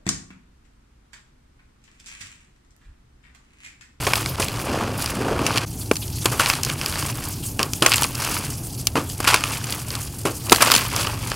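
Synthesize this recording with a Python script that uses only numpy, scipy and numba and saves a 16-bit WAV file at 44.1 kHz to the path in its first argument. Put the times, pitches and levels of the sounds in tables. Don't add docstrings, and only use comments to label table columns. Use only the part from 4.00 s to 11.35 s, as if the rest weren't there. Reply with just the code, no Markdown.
import sys
import numpy as np
from scipy import signal
from scipy.fft import rfft, irfft
from scipy.io import wavfile
from scipy.ndimage import uniform_filter1d
from numba import njit

SR = 44100
rng = np.random.default_rng(int(sys.argv[2]) if len(sys.argv) > 2 else 0)


def pcm_store(signal):
    levels = np.round(np.clip(np.atleast_2d(signal), -1, 1) * 32767)
    wavfile.write(sys.argv[1], SR, levels.astype(np.int16).T)


N = 324135
CONTROL_STEP = 128


def undb(db):
    return 10 ** (np.asarray(db) / 20)


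def level(x, db):
    return x * undb(db) / np.sqrt(np.mean(x ** 2))


def walk(rate_hz):
    hold = int(SR / rate_hz)
    steps = np.repeat(rng.standard_normal(N // hold + 1), hold)
    return 0.7 * uniform_filter1d(steps, hold)[:N]


@njit
def grains(start_s, pitch_hz, width, t60_s, size, rise_s, noise):
    out = np.zeros(len(noise))
    for e in range(len(start_s)):
        g = np.tan(np.pi * pitch_hz[e] / SR)
        damping = width
        fade = np.exp(-np.log(1000.) / (t60_s[e] * SR))
        drive = size[e] / np.sqrt(g * damping / (1 + g * damping))
        band, low, up = 0., 0., 0.
        start = int(start_s[e] * SR)
        stop = min(len(noise), start + int(t60_s[e] * SR + 3 / (g * damping)))
        for i in range(start, stop):
            up += (1 - up) / (1 + rise_s * SR)
            push = drive * up * noise[(i + 977 * e) % len(noise)]
            v = (band + g * (push - low)) / (1 + g * (g + damping))
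            band = 2 * v - band
            low = low + 2 * g * v
            drive *= fade
            out[i] += damping * v
    return out


# (dB per Hz, relative)
HUM_COLOUR = [(15, -42), (25, -11), (92, 0), (117, 4), (201, -11), (284, -8.5), (520, -26), (880, -23.5),
              (1500, -61)]
# time_s, level_db (rms)
HUM_LEVEL = [(0, -29.5), (5.2, -30.5), (6.1, -33.5), (6.6, -32), (7.35, -29)]


def hum():
    pitch_hz, density_db = np.transpose(HUM_COLOUR)
    f = np.arange(N // 2 + 1) * SR / N
    gain = undb(np.interp(np.log(f + 1), np.log(pitch_hz), density_db, right=-120))
    rumble = irfft(rfft(rng.standard_normal(N)) * gain, N)
    return level(rumble, np.interp(np.arange(N) / SR, *np.transpose(HUM_LEVEL)))


# start_s, hold_s, lumps_db, grit_db, dust_db
MOVES = [(0.04, 0.15, -47, -33.5, -32), (0.382, 0.06, -41, -34, -37), (0.557, 0.031, -43, -39, -38.5),
         (0.69, 0.15, -29, -40, -57), (0.98, 0.11, -53, -34.5, -36), (1.167, 0.022, -32, -55, -63),
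         (1.22, 0.11, -28.5, -63, -70), (1.385, 0.03, -27.5, -47, -60), (1.473, 0.11, -36.5, -32, -40.5),
         (2.262, 0.03, -46, -38, -38), (2.448, 0.064, -55, -31, -32.5), (2.68, 0.018, -40, -34.5, -34.5),
         (2.83, 0.25, -42.5, -36.5, -36.5), (3.184, 0.062, -47, -41, -37.5), (3.889, 0.095, -60, -32, -29),
         (4.203, 0.18, -41.5, -33.5, -34), (5.283, 0.05, -47, -27.5, -56),
         (5.465, 0.076, -47, -34.5, -35.5), (5.682, 0.035, -42.5, -35.5, -34),
         (5.92, 0.013, -44.5, -38.5, -35), (6.53, 0.011, -32.5, -31.5, -30), (6.65, 0.12, -39, -25.5, -29),
         (6.943, 0.11, -39.5, -31.5, -34.5), (7.241, 0.09, -48, -38, -41)]
# before_db, after_db (either side of the last dropout)
STILL = [(-42, -56.5), (-46, -56), (-67, -42.5)]
SWELL_DB_S, SETTLE_DB_S = 226, 97


def handling():
    t = np.arange(0, N, CONTROL_STEP) / SR
    start_s, hold_s, *move_db = np.transpose(MOVES)[:, :, None]
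    swell_db = -SWELL_DB_S * np.maximum(start_s - t, 0)
    settle_db = -SETTLE_DB_S * np.maximum(t - start_s - hold_s, 0)
    shape_db = swell_db + settle_db
    last_s = DROPOUTS[-1][0]
    same_side = (start_s < last_s) == (t < last_s)
    levels_db = []
    for db, still_db in zip(move_db, STILL):
        still_power = undb(np.where(t < last_s, *still_db)) ** 2
        move_power = np.sum(same_side * undb(db + shape_db) ** 2, axis=0)
        power_db = 10 * np.log10(still_power + move_power)
        levels_db.append(np.interp(np.arange(N) / SR, t, power_db))
    return levels_db


# lowest_hz, highest_hz, grains_per_s, base_t60_s, size_scatter_db
SIZES = [(187, 1550, 2400, 0.006, 3.5), (1040, 6000, 860, 0.009, 1.5), (4450, 22000, 2000, 0.013, 5.5)]
FLURRY_SHARE = (0.08, 1.12, 1.4)
GRAIN_WIDTH = (0.5, 0.61, 0.94)


def crumble(busy_db):
    out = 0
    flurry_db = 2.0 * walk(40) + 0.61 * walk(140)
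    for sizes, db, share, width in zip(SIZES, busy_db, FLURRY_SHARE, GRAIN_WIDTH):
        lo_hz, hi_hz, rate, base_t60_s, scatter_db = sizes
        when, pitch, life, big = rng.random((20000, 4))[:int(rate * N / SR)].T
        pitch_hz = lo_hz * (hi_hz / lo_hz) ** pitch
        t60_s = base_t60_s * (1.25 + 3.2 * life)
        size = undb(-scatter_db * np.log(1 - .993 * big))
        noise = rng.standard_normal(N)
        bed = grains(when * N / SR, pitch_hz, width, t60_s, size, 0.00018, noise)
        bed = signal.lfilter(*signal.butter(2, 0.44 * lo_hz, "high", fs=SR), bed)
        out = out + level(bed * undb(share * flurry_db), db)
    return out


# start_s, level_db, pitch_hz (centre of their splinters)
SNAPS = [(0.068, -9, 2500), (0.1351, -2.5, 2600), (0.156, -4.5, 4840), (0.2603, -8.5, 2510),
         (0.42, -8.5, 5900), (0.4265, -12.5, 2900), (0.4842, -11, 4400), (1.024, -12, 5240),
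         (1.0602, -8.5, 5600), (1.283, -12.5, 513), (1.391, -13, 1040), (1.4655, -5, 2900),
         (1.507, -12, 764), (1.5597, -12, 1550), (1.5745, -6, 2870), (1.5813, -6, 3300), (1.9132, -4, 1420),
         (1.9564, -11.5, 6200), (1.967, -16, 5000), (2.185, -21, 4680), (2.2574, -1, 4200),
         (2.3983, -5, 1610), (2.46, -3, 2600), (2.5, -0.5, 2600), (2.5362, -8, 2600), (2.553, -12, 4300),
         (2.6333, -1.5, 7050), (2.6494, -5.5, 7100), (2.6992, -8.5, 4010), (2.8135, -12, 3070),
         (2.861, -5.5, 5260), (2.925, -14, 4530), (2.957, -13, 1965), (3.026, -15, 1192),
         (3.052, -20, 1190), (3.1, -21, 1300), (3.5931, -5.5, 2850), (3.6298, -1, 5760),
         (3.7344, -5.5, 7000), (3.824, 0.5, 3540), (3.862, 5, 2640), (3.919, 0, 2830), (3.928, -7, 2800),
         (3.937, -1, 4640), (3.9422, -2.5, 2900), (3.9585, -4, 8500), (3.967, -4, 9350), (3.9815, -4, 4570),
         (4.0225, -11, 1210), (4.0331, -1.5, 5800), (4.041, -6, 5000), (4.046, -13.5, 1320),
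         (4.153, -11.5, 5630), (4.249, -7, 7700), (4.288, -17, 1200), (4.367, -12.5, 1480),
         (4.8701, 4, 6400), (5.099, -18.5, 4960), (5.249, -10, 2600), (5.3356, -7, 2600),
         (5.3424, 2.5, 2600), (5.3609, -8, 4070), (5.408, -14, 2600), (5.4384, -5, 2850),
         (5.6416, -14.5, 5030), (5.698, -15, 4900), (5.7242, -9.5, 4900), (5.9052, -12.5, 5550),
         (5.953, -12.5, 4440), (6.468, -15, 7800), (6.497, -3.5, 5030), (6.5204, 5.5, 1910),
         (6.526, 9, 4240), (6.548, -3, 4800), (6.561, -3, 4630), (6.6229, 4, 5700), (6.676, -4.5, 4770),
         (6.7015, -4, 1480), (6.71, -4, 5060), (6.7171, 10, 4640), (6.7393, 1, 4460), (6.75, -3, 3566),
         (6.7629, 2, 4800), (6.7812, -7, 4230), (6.963, -3.5, 6820), (7.071, -9.5, 1330),
         (7.317, -10.5, 1790)]
# lowest_hz, highest_hz
CRACKLE_RANGE = (886, 7000)
CRACKLE_PER_S = 210
CRACKLE_DB, CRACKLE_SCATTER_DB = 8, 4


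def fragments(grit_db):
    when, pitch, big = rng.random((1800, 3))[:int(CRACKLE_PER_S * N / SR)].T
    nearby_grit_db = grit_db[(when * N).astype(int)]
    level_db = nearby_grit_db + CRACKLE_DB - CRACKLE_SCATTER_DB * np.log(1 - .9 * big)
    lo_hz, hi_hz = CRACKLE_RANGE
    pitch_hz = lo_hz * (hi_hz / lo_hz) ** pitch
    return np.hstack([np.transpose(SNAPS), [when * N / SR, level_db, pitch_hz]])


# latest_s (after the snap), pitch_ratio (before scatter), level_db (relative)
SPLINTERS = [(0, 0.93, 0), (.002, .5, -9), (.0008, 2.1, 0), (.004, .8, -4)]
TICK_DB, TAIL_DB = -11, -26.5
SPIKE_DB, SPIKE_T60_S = -5, .00025
RING_DB, RING_WIDTH = -1, .12
SPIKE_SCATTER_DB = 2.5


def snaps(grit_db):
    start_s, level_db, pitch_hz = fragments(grit_db)
    t60_s = .009 * (pitch_hz / 4000) ** -.5
    signs = np.sign(rng.standard_normal(N))
    tick = grains(start_s, pitch_hz, 1.2, t60_s, undb(level_db + TICK_DB), 0.00095, signs)
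    tail_size = undb(level_db + TAIL_DB)
    noise = rng.standard_normal(N)
    tail = grains(start_s, 0.52 * pitch_hz, 1.0, 7.4 * t60_s, tail_size, 0.000064, noise)
    out = tick + tail
    for latest_s, ratio, part_db in SPLINTERS:
        when, pitch, big = rng.random((2000, 3))[:len(start_s)].T
        part_s = start_s + latest_s * when
        part_hz = np.clip(pitch_hz * ratio ** (.5 + pitch), 900, 13000)
        size = undb(level_db + part_db + 2 * SPIKE_SCATTER_DB * (big - .5))
        push_s = SPIKE_T60_S + 0 * start_s
        for width, drive_db in ((1., SPIKE_DB), (RING_WIDTH, RING_DB)):
            out = out + grains(part_s, part_hz, width, push_s, size * undb(drive_db), 0., np.ones(N))
    loud = len(SNAPS)
    side_size = rng.standard_normal(2000)[:loud] ** 3 * undb(level_db[:loud] - 22)
    same = 0 * side_size
    noise = rng.standard_normal(N)
    aside = grains(start_s[:loud], 9000 + same, 0.78, 0.019 + same, side_size, 0.0011, noise)
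    return out, aside


# start_s, crunch_db, knock_db (relative to crunch), knock_hz,
# sizzle_db (relative to crunch), base_t60_s
CRACKS = [(0.0673, -6.5, -6, 573, -18, 0.1), (0.1338, -11, -2, 1030, -10, 0.04),
          (0.398, -13, -1.5, 536, 6, 0.095), (1.9138, -20, 17.5, 330, -13, 0.019),
          (2.2562, -2, -12.5, 306, 4, 0.051), (2.3163, -14.5, -6.5, 515, 5, 0.31),
          (2.395, -4, -2, 1610, 2, 0.19), (2.485, -12, -23, 720, 9, 0.18),
          (3.5919, -8, -9.5, 427, -20, 0.22), (3.821, -4, -7.5, 373, -2.5, 0.19),
          (3.862, -9.5, -2, 1430, -23, 0.12), (4.021, -4, -12, 890, 10, 0.021),
          (4.9546, -7, -4.5, 310, -22, 0.22), (5.2025, -7.5, -2, 854, 8.5, 0.032),
          (5.242, -10, -19, 272, 2, 0.053), (5.273, -2, -4, 2400, -3, 0.28),
          (5.3418, 5, -29, 888, 1.5, 0.04), (6.252, -10, -2.5, 355, 0.5, 0.21),
          (6.5197, 11, -10.5, 406, 2.5, 0.045), (6.605, -6, -1, 1660, -15, 0.13),
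          (6.6205, 4, -7, 1410, 4.5, 0.067), (6.717, 1.5, -17, 864, -10, 0.046)]


def cracks():
    start_s, crunch_db, knock_db, knock_hz, sizzle_db, base_t60_s = np.transpose(CRACKS)
    knock_size = undb(crunch_db + knock_db - 9.0)
    knock_t60_s = 0.0053 + 0 * start_s
    out = grains(start_s, knock_hz, 0.79, knock_t60_s, knock_size, 0.00017, -np.ones(N))
    ragged = undb(3.3 * walk(300))
    same = 0 * start_s
    # pitch_hz, width / pitch, share of base_t60_s, level_db
    parts = [(knock_hz, .9, 1.1, crunch_db + knock_db - 11),
             (1150 + same, .55, 1.1, crunch_db - 15.5),
             (2900 + same, .9, .9, crunch_db - 19),
             (6500 + same, .8, .8, crunch_db + sizzle_db - 19.5),
             (11000 + same, .7, .7, crunch_db + sizzle_db - 22.5)]
    for pitch_hz, width, share, part_db in parts:
        noise = ragged * rng.standard_normal(N)
        out = out + grains(start_s, pitch_hz, width, share * base_t60_s, undb(part_db), 0.00052, noise)
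    return out


# middle_s, level_db
BRUSHES = [(0.3, -33.5), (1.69, -41), (1.811, -35), (2.03, -34.5), (2.17, -32.5), (2.23, -34), (3.33, -37),
           (3.475, -31.5), (3.765, -36), (4.54, -34.5), (4.655, -36), (4.73, -39.5), (4.798, -36.5),
           (5.1, -37), (6.03, -38), (6.16, -41.5), (6.37, -37), (6.449, -34.5)]
# lowest_hz, highest_hz
RUSTLE_RANGE = (3000, 14300)
RUSTLE_PER_S, RUSTLE_WIDTH, RUSTLE_T60_S = 260, 0.19, 0.092
BRUSH_DB_S = 211


def brushing():
    when, pitch, big = rng.random((4000, 3))[:int(RUSTLE_PER_S * N / SR)].T
    lo_hz, hi_hz = RUSTLE_RANGE
    pitch_hz = lo_hz + (hi_hz - lo_hz) * pitch
    t60_s = RUSTLE_T60_S + 0 * pitch_hz
    noise = rng.standard_normal(N)
    rustle = grains(when * N / SR, pitch_hz, RUSTLE_WIDTH, t60_s, undb(8.0 * big), 0.0076, noise)
    rustle = level(rustle * undb(2.2 * walk(70)), 0)
    t = np.arange(0, N, CONTROL_STEP) / SR
    power = sum(undb(db - BRUSH_DB_S * np.abs(t - middle_s)) ** 2 for middle_s, db in BRUSHES)
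    return rustle * np.interp(np.arange(N) / SR, t, np.sqrt(power))


# pitch_hz, width_hz, level_db (boost or cut)
BODY = [(284, 490, 6.5), (1120, 180, 3.5), (1910, 730, -3.5), (2600, 720, 3.5), (3750, 670, -4),
        (4820, 510, 3), (10000, 3500, 4.5)]


def body(x):
    out = x
    for pitch_hz, width_hz, db in BODY:
        resonance = signal.lfilter(*signal.iirpeak(pitch_hz, pitch_hz / width_hz, SR), x)
        out = out + (undb(db) - 1) * resonance
    return out


def scene():
    busy_db = handling()
    snapping, aside = snaps(busy_db[1])
    mid = body(crumble(busy_db) + snapping + cracks() + brushing()) + hum()
    return np.array([mid + aside, mid - aside])


# start_s, fade_in_s
DROPOUTS = [(0.358, 0.026), (1.654, 0.015)]
TOP_HZ = 15800


def record(dry):
    t = np.arange(N) / SR
    for start_s, fade_s in DROPOUTS:
        dry = dry * np.where(t < start_s, 1, np.clip((t - start_s) / fade_s, .03, 1))
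    clipped = np.clip(dry, -.88, .88)
    return signal.sosfilt(signal.ellip(12, .2, 95, TOP_HZ, fs=SR, output="sos"), clipped)


dry = scene()
out = record(dry)
pcm_store(out)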